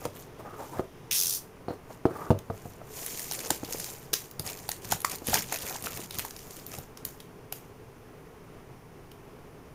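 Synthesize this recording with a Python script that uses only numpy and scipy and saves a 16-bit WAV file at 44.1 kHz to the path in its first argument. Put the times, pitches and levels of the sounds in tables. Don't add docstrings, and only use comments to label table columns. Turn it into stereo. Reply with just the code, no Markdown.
import sys
import numpy as np
from scipy import signal
from scipy.fft import rfft, irfft, next_fast_len
from scipy.io import wavfile
from scipy.ndimage import uniform_filter1d

SR = 44100
rng = np.random.default_rng(int(sys.argv[2]) if len(sys.argv) > 2 else 0)


def to_wav(sig):
    pcm = np.clip(np.atleast_2d(sig), -1, 1) * 32767
    pcm = np.round(pcm).astype(np.int16)
    wavfile.write(sys.argv[1], SR, pcm.T)


N = 429534

# start_s, peak_db, brightest_hz
CREASES = [(0.0492, -19, 2210), (2.386, -27, 3270), (2.6848, -41, 6900), (3.061, -16, 11000),
           (3.1925, -15, 9000), (3.201, -20.5, 11100), (3.244, -29, 13400), (3.302, -28, 5900),
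           (3.31, -12, 6250), (3.319, -12, 9100), (3.333, -16.5, 12100), (3.341, -21, 9000),
           (3.389, -16.5, 4700), (3.439, -27, 6650), (3.466, -20.5, 5500), (3.5031, -2.5, 7330),
           (3.558, -27, 11000), (3.646, -22, 5250), (3.7226, -12.5, 6500), (3.731, -16, 6500),
           (3.7817, -20, 9000), (3.797, -16, 9100), (3.8, -19.5, 6960), (3.841, -14.5, 7440),
           (4.1306, -4.5, 6100), (4.1359, -3, 5900), (4.152, -21, 6060), (4.31, -23.5, 14900),
           (4.3938, -13, 12800), (4.473, -17.5, 5200), (4.496, -17.5, 2530), (4.689, -10, 13700),
           (4.7142, -10.5, 7500), (4.91, -14.5, 6750), (4.9188, -3, 7150), (4.924, -14.5, 6500),
           (5.002, -19, 11000), (5.016, -20, 11000), (5.0457, -5, 7150), (5.095, -18.5, 8050),
           (5.114, -14.5, 9450), (5.1556, -17, 14600), (5.182, -26.5, 7100), (5.268, -9, 10700),
           (5.283, -14, 12000), (5.2945, -11, 12100), (5.3402, 0.5, 7000), (5.3537, -9.5, 2470),
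           (5.3933, -22, 5730), (5.5217, -12, 7100), (5.556, -14.5, 2430), (5.585, -18, 9500),
           (5.623, -31, 7000), (5.695, -18, 11700), (5.805, -30, 11600), (5.822, -21, 10000),
           (5.856, -16.5, 2650), (5.97, -19.5, 2830), (6.005, -27, 11000), (6.106, -18, 4030),
           (6.138, -26, 3500), (6.151, -25, 11900), (6.1842, -11, 13800), (6.19, -10.5, 2470),
           (6.248, -18, 13200), (6.26, -27.5, 11000), (6.035, -26, 6050), (6.306, -21.5, 6100),
           (6.3615, -25, 5400), (6.389, -25.5, 6040), (6.595, -30, 4850), (6.5055, -26.5, 7240),
           (6.5648, -25.5, 7440), (6.6632, -17.5, 14400), (6.715, -25.5, 6070), (6.7482, -29, 7200),
           (6.735, -22, 2620), (6.784, -19.5, 14300), (6.971, -26, 5440), (7.0494, -11.5, 14800),
           (7.2, -25.5, 3400), (7.5228, -14.5, 12450), (9.113, -31, 2980)]
# freq_hz, level_db (a blow uses half of it), t60_s (before a blow's extra damping)
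WALL_MODES = [(95, -16.5, 0.44), (136.6, 1.5, 0.17), (202, 12, 0.058), (315, 1, 0.17), (368, 8, 0.11),
              (472, 5.5, 0.17), (550, -4.5, 0.22), (642, 1.5, 0.18), (761, -14, 0.19), (822, 15, 0.07),
              (990, 7, 0.038), (1210, -10.5, 0.13)]
# start_s, hold_s, level_db
FILM_PULLS = [(0.0, 0.047, -43), (0.164, 0.047, -45), (0.594, 0.16, -52), (1.91, 0.041, -51.5),
              (2.206, 0.084, -54), (2.545, 0.16, -52.5), (2.971, 0.27, -40), (3.342, 0.062, -35.5),
              (3.45, 0.081, -37), (3.637, 0.03, -42), (3.708, 0.2, -39.5), (4.463, 0.045, -33.5),
              (4.565, 0.1, -44.5), (4.852, 0.015, -37), (4.923, 0.013, -30), (5.124, 0.0085, -30),
              (5.29, 0.071, -30), (5.351, 0.022, -19.5), (5.402, 0.028, -40), (5.523, 0.029, -29),
              (5.597, 0.049, -35.5), (5.656, 0.08, -32.5), (5.846, 0.034, -32), (5.928, 0.036, -35.5),
              (5.971, 0.075, -41), (6.15, 0.1, -40), (6.378, 0.22, -49.5), (6.71, 0.075, -43.5), ]
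# start_s, hold_s, level_db, pitch_hz
BOARD_RUBS = [(0.017, 0.026, -45, 1140), (.4, 0.0072, -45, 600), (0.455, 0.019, -42, 1200),
              (.508, 0.034, -45.5, 1210), (0.577, 0.017, -46.5, 1200), (0.596, 0.053, -40.5, 920),
              (0.727, 0.023, -40, 910), (.768, 0.019, -36, 546), (1.698, 0.041, -45, 450),
              (1.904, 0.0052, -40.5, 910), (2.104, 0.16, -41.5, 1179)]

RUB_SWELL_S = .015
SLIDE_DB_PER_S = 56


def undb(db):
    return 10 ** (np.asarray(db) / 20)


def curve(table):
    s, *columns = np.transpose(table)
    return [np.interp(np.arange(N) / SR, s, c, left=-120, right=-120) for c in columns]


def colour(x, points):
    size = next_fast_len(N)
    hz, db = np.transpose(points)
    bins = np.arange(1, size // 2 + 2) * SR / size
    gain = undb(np.interp(np.log(bins), np.log(hz), db))
    y = irfft(rfft(x, size) * gain, size)[..., :N]
    return y / np.sqrt(np.mean(y ** 2))


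def pair(likeness, lag_s):
    shared, share = rng.standard_normal(N), np.clip(likeness, 0, 1)
    both = np.array([np.roll(shared, int(lag_s * SR)), shared])
    return np.sqrt(share) * both + np.sqrt(1 - share) * rng.standard_normal((2, N))


def grains(rate, spread_db, decay_s):
    size = undb(spread_db * np.minimum(rng.exponential(size=N), 2.5))
    env = (rng.random(N) < rate / SR) * size
    for _ in range(2):
        env = signal.lfilter([1], [1, -np.exp(-1 / (decay_s * SR))], env)
    return env / np.sqrt(np.mean(env ** 2))


def add(out, sound, s, db, pan_db):
    i = int(s * SR)
    sound = sound[..., :N - i] / np.abs(sound).max()
    out[:, i:i + sound.shape[-1]] += sound * undb(db + np.array([[pan_db], [-pan_db]]) / 2)


def strokes(rows, swell_s=0.05):
    t, power = np.arange(0, N, 64) / SR, 1e-18
    for s, hold_s, db, *_ in rows:
        before = (s - t) / (swell_s + 0.19 * hold_s)
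        after = (t - s - hold_s) / (0.039 + 0.81 * hold_s)
        power = power + undb(2 * (db - 20 * np.maximum(np.maximum(before, after), 0)))
    return np.interp(np.arange(N) / SR, t, np.sqrt(power))


def air():
    # freq_hz, density_db
    air_colour = [(20, -3.5), (70, -6.5), (137, 0.5), (191, -5.5), (213, -10.5), (252, -4), (298, -9),
                  (427, -2), (534, -11), (932, -11.5), (1040, -10.5), (2200, -21.5), (3000, -26.5),
                  (15500, -52)]
    air_db = -47
    low, high = (signal.butter(N=2, Wn=600., btype=kind, fs=SR, output="sos") for kind in ("low", "high"))
    noise = signal.sosfilt(low, pair(0.9, 0)) + signal.sosfilt(high, pair(0.36, -.0004))
    sway_db = 35.0 * uniform_filter1d(rng.standard_normal(N), SR // 20)
    return colour(noise, air_colour) * undb(air_db + sway_db)


def room(x):
    room_t60_s, room_db = .25, -9
    t = np.arange(SR // 2) / SR
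    tail = rng.standard_normal((2, len(t))) * np.exp(-np.log(1000) * t / room_t60_s) * (t > .004)
    tail = tail / np.sqrt((tail ** 2).sum(axis=1, keepdims=True))
    return undb(room_db) * signal.fftconvolve(x, tail, axes=1)[:, :N]


def chink():
    start_s, ring_hz, peak_db, t60_s = 1.683, 4200, -44.5, 0.18
    out, t = np.zeros((2, N)), np.arange(SR // 8) / SR
    ring = signal.lfilter(*signal.iirpeak(ring_hz, 20., fs=SR), rng.standard_normal(len(t)))
    add(out, ring * np.exp(-np.log(1000) * t / t60_s), start_s, peak_db, 0)
    return out


def grip():
    grip_db = -8.5
    bumps = pair(0.9, 0) * grains(rate=60.0, spread_db=1.5, decay_s=0.008)
    dull = colour(bumps, [(30, -12), (90, -1.0), (200, -3), (400, -24.5)])
    tugs = [(s, hold_s, db - SLIDE_DB_PER_S * hold_s) for s, hold_s, db in FILM_PULLS]
    return dull * undb(grip_db) * np.hypot(strokes(tugs), 0.56 * strokes(BOARD_RUBS))


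def scrape():
    # freq_hz, density_db
    board_colour = [(100, -15), (300, -2), (480, -1.5), (600, -3), (900, -5), (1500, -9.5), (3500, -30)]
    sing_db, pull_rub_db = 14, -10
    env = .7 + .4 * grains(rate=60., spread_db=3.0, decay_s=.004)
    rub = pair(0.72, 0.00015) * env
    walls = 0
    for hz, _, _ in WALL_MODES:
        answer = signal.lfilter(*signal.iirpeak(hz, 14., fs=SR), rub)
        walls = walls + answer * grains(rate=25., spread_db=-7.0, decay_s=0.0085)
    sing = 0
    for row in BOARD_RUBS:
        tone = signal.lfilter(*signal.iirpeak(row[3], 14., fs=SR), rub)
        sing = sing + tone * strokes([row], RUB_SWELL_S)
    gain = np.hypot(strokes(BOARD_RUBS, RUB_SWELL_S), undb(pull_rub_db) * strokes(FILM_PULLS))
    return undb(sing_db) * sing + colour(rub + .7 * walls, board_colour) * gain


def slit():
    # start_s, slips_per_s, level_db, throb_depth_db
    blade_run = [(1.11, 137, -23.5, 12), (1.17, 145, -21, 4), (1.21, 91, -22.5, 12), (1.26, 89, -25, 12),
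                 (1.31, 63, -25, 10), (1.36, 98, -27.5, 4), (1.4, 18, -43, 0)]
    # freq_hz, density_db
    blade_colour = [(710, -35), (1200, -20), (2600, -19), (3300, -10), (3770, -7.5), (6940, -1),
                    (15500, -2.5)]
    # freq_hz, lasts_slips (until it has faded to about a third)
    taut_film = [(2620, 13), (3550, 9.6), (5300, 46), (6000, 76)]
    rate, level_db, depth_db = curve(blade_run)
    turns = np.cumsum(np.maximum(rate, 0)) / SR
    size, late = rng.standard_normal((int(turns[-1]) + 1, 2))[turns.astype(int)].T
    size_db = 1.4 * size
    jump = np.exp(-((turns % 1 - .5 - 0.087 * late) / 0.2) ** 2)
    dull_band = signal.butter(N=3, Wn=(1500., 4200.), btype="band", fs=SR, output="sos")
    body = signal.sosfilt(dull_band, pair(1.0, 0.00036)) * 1.34 * np.exp(-turns / 3.6)
    for hz, lasts in taut_film:
        ring = signal.lfilter(*signal.iirpeak(hz, 12., fs=SR), pair(0.28, 0.00017))
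        body = body + 1.76 * ring * np.exp(-turns / lasts)
    throb_db = jump * (depth_db + size_db) - 0.49 * depth_db
    return (colour(pair(0.21, .0002), blade_colour) + body) * undb(level_db + throb_db)


def settling():
    settle_db, settle_db_per_s = -32, 139
    kicks = np.zeros(N)
    s, db, _ = np.transpose(CREASES)
    kicks[(s * SR).astype(int)] = undb(2 * (db + settle_db))
    return np.sqrt(signal.lfilter([1], [1, -undb(-2 * settle_db_per_s / SR)], kicks))


def rustle():
    # freq_hz, density_db
    film_colour = [(590, -37), (1000, -1), (1750, 12.5), (2450, 14), (3800, 8.5), (5200, 10.5), (7110, 17),
                   (9360, 7), (13500, 11.5), (15500, 4)]
    broad, out = grains(rate=120., spread_db=4.0, decay_s=.0005), 0
    slides = [(s, hold_s, db + SLIDE_DB_PER_S * hold_s) for s, hold_s, db in FILM_PULLS]
    slide = strokes(slides) / strokes(FILM_PULLS)
    edges = np.geomspace(700, 17000, 8)
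    for band in zip(edges, edges[1:]):
        patch = grains(rate=32.0, spread_db=2.5, decay_s=0.0041)
        crackle = grains(rate=60.0, spread_db=4.0, decay_s=0.0008)
        grain = 0.4 * patch + 0.5 * broad + 0.35 * crackle
        env = 0.2 * slide * (band[0] / 4600.0) ** 0.84 + grain
        register = signal.butter(N=2, Wn=band, btype="band", fs=SR, output="sos")
        out = out + signal.sosfilt(register, pair(0.15, 0.00021) * env)
    return colour(out, film_colour) * np.hypot(strokes(FILM_PULLS), settling())


def knocks():
    # start_s, peak_db, centre_hz, left_minus_right_db
    blows = [(0.054, -15, 510, -4), (0.06, -27, 70, 3), (0.795, -11.5, 390, -3.5),
             (1.6834, -16.5, 402, -3.5), (1.7061, -19.5, 307, 3), (2.0542, -3, 338, -2.5),
             (2.1091, -25, 294, 0), (2.3046, -3, 126, -4), (2.4995, -21, 104, 1), (2.5015, -19.5, 658, -5),
             (2.6553, -26, 156, -1), (2.8155, -30, 645, -1), (3.313, -29.5, 830, 8), (3.46, -29, 473, -1),
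             (3.504, -16, 850, -7), (3.511, -18, 320, -2), (3.632, -20.5, 297, -1), (3.6876, -29, 424, -1),
             (3.709, -30.5, 510, 0), (3.746, -23.5, 440, 0), (4.1319, -24, 427, 8.5), (4.397, -25, 154, 6),
             (4.69, -25, 788, 11), (4.924, -12.5, 807, 4.5), (5.047, -10.5, 1104, 6), (5.22, -27, 298, 5),
             (5.2856, -18, 248, 6), (5.304, -26, 250, -2), (5.332, -15, 760, 2), (5.3543, -19, 850, -11),
             (5.523, -23, 790, -4), (5.709, -27, 780, -4), (5.756, -25.5, 885, 1), (5.87, -21.5, 1380, -11),
             (5.994, -27, 358, 1), (6.1843, -28.5, 109, -3), (6.2492, -26.5, 930, -9), (6.74, -33, 690, -5),
             (6.7833, -28, 78.5, -2), (7.525, -31.5, 750, -7)]
    lifted_s = 2.9
    contact_cycles = 0.094
    out, t = np.zeros((2, N)), np.arange(SR // 4) / SR
    hz, db, t60 = np.transpose(WALL_MODES)[:, :, None]
    chance = rng.standard_normal((len(blows), 2, len(WALL_MODES), 1))
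    for (s, peak_db, centre_hz, pan_db), (detune, scatter) in zip(blows, chance):
        held = s > lifted_s
        weight = undb(.5 * db - 4.2 * np.abs(np.log2(hz / centre_hz)) + 2.0 * scatter)
        damping = 2.0 + 0.96 * held + centre_hz / 1400.0
        decay = np.exp(-np.log(1000) * t * damping / t60)
        modes = np.sin(2 * np.pi * hz * (1 + 0.042 * detune) * t)
        ring = -(weight * decay * modes).sum(axis=0)
        ring = undb(-4. * held) * ring / np.abs(ring).max()
        partials = np.sin(2 * np.pi * centre_hz * t) + 0.43 * np.sin(2 * np.pi * 1.766 * centre_hz * t)
        pop = -partials * 2.34 * t * centre_hz * np.exp(-t * centre_hz / 0.91)
        crack = signal.lfilter([.2], [1, -.9], rng.standard_normal(len(t))) * np.exp(-t / 0.012)
        landing = 1 - np.exp(-t * centre_hz / contact_cycles)
        blow = landing * (ring + (centre_hz / 696.0) ** 2 * pop) + 0.036 * crack
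        add(out, blow, s, peak_db, pan_db)
    return signal.lfilter(*signal.butter(N=2, Wn=75., btype="high", fs=SR), out)


def snaps():
    base_s, cycles = 0.0011, 2.9
    out, t = np.zeros((2, N)), np.arange(SR // 30) / SR
    for s, peak_db, hz in CREASES:
        scale_s = base_s + cycles / hz
        burst = np.exp(-np.abs(t / scale_s - 3) * 1.3)
        env = burst + 0.07 * np.exp(-t / 0.011) * (t > 3 * scale_s)
        shared = rng.standard_normal(len(t))
        both = np.array([np.roll(shared, int(.0002 * SR)), shared])
        noise = both + 1.3 * rng.standard_normal((2, len(t)))
        peak = signal.lfilter(*signal.iirpeak(min(hz, 16000.), 6., fs=SR), noise)
        cut_hz = min(240.0 + 0.14 * hz, 9000)
        broad = signal.lfilter(*signal.butter(N=2, Wn=cut_hz, btype="high", fs=SR), noise)
        pan_db = -.6 + 1.0 * rng.standard_normal()
        add(out, (0.69 * peak + 0.32 * broad) * env, s - scale_s, peak_db, pan_db)
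    return out


def scene():
    near = knocks() + snaps() + slit() + chink()
    return near + room(near) + rustle() + scrape() + grip() + air()


def record(dry):
    dip_hz, fade_hz, top_hz = 7800, 15500, 16800
    dipped = dry - .5 * signal.lfilter(*signal.iirpeak(dip_hz, 9.0, fs=SR), dry)
    faded = signal.sosfilt(signal.cheby1(N=12, rp=1, Wn=fade_hz, fs=SR, output="sos"), dipped)
    return signal.sosfilt(signal.ellip(8, .2, 70, top_hz, fs=SR, output="sos"), faded)


dry = scene()
out = record(dry)
to_wav(out)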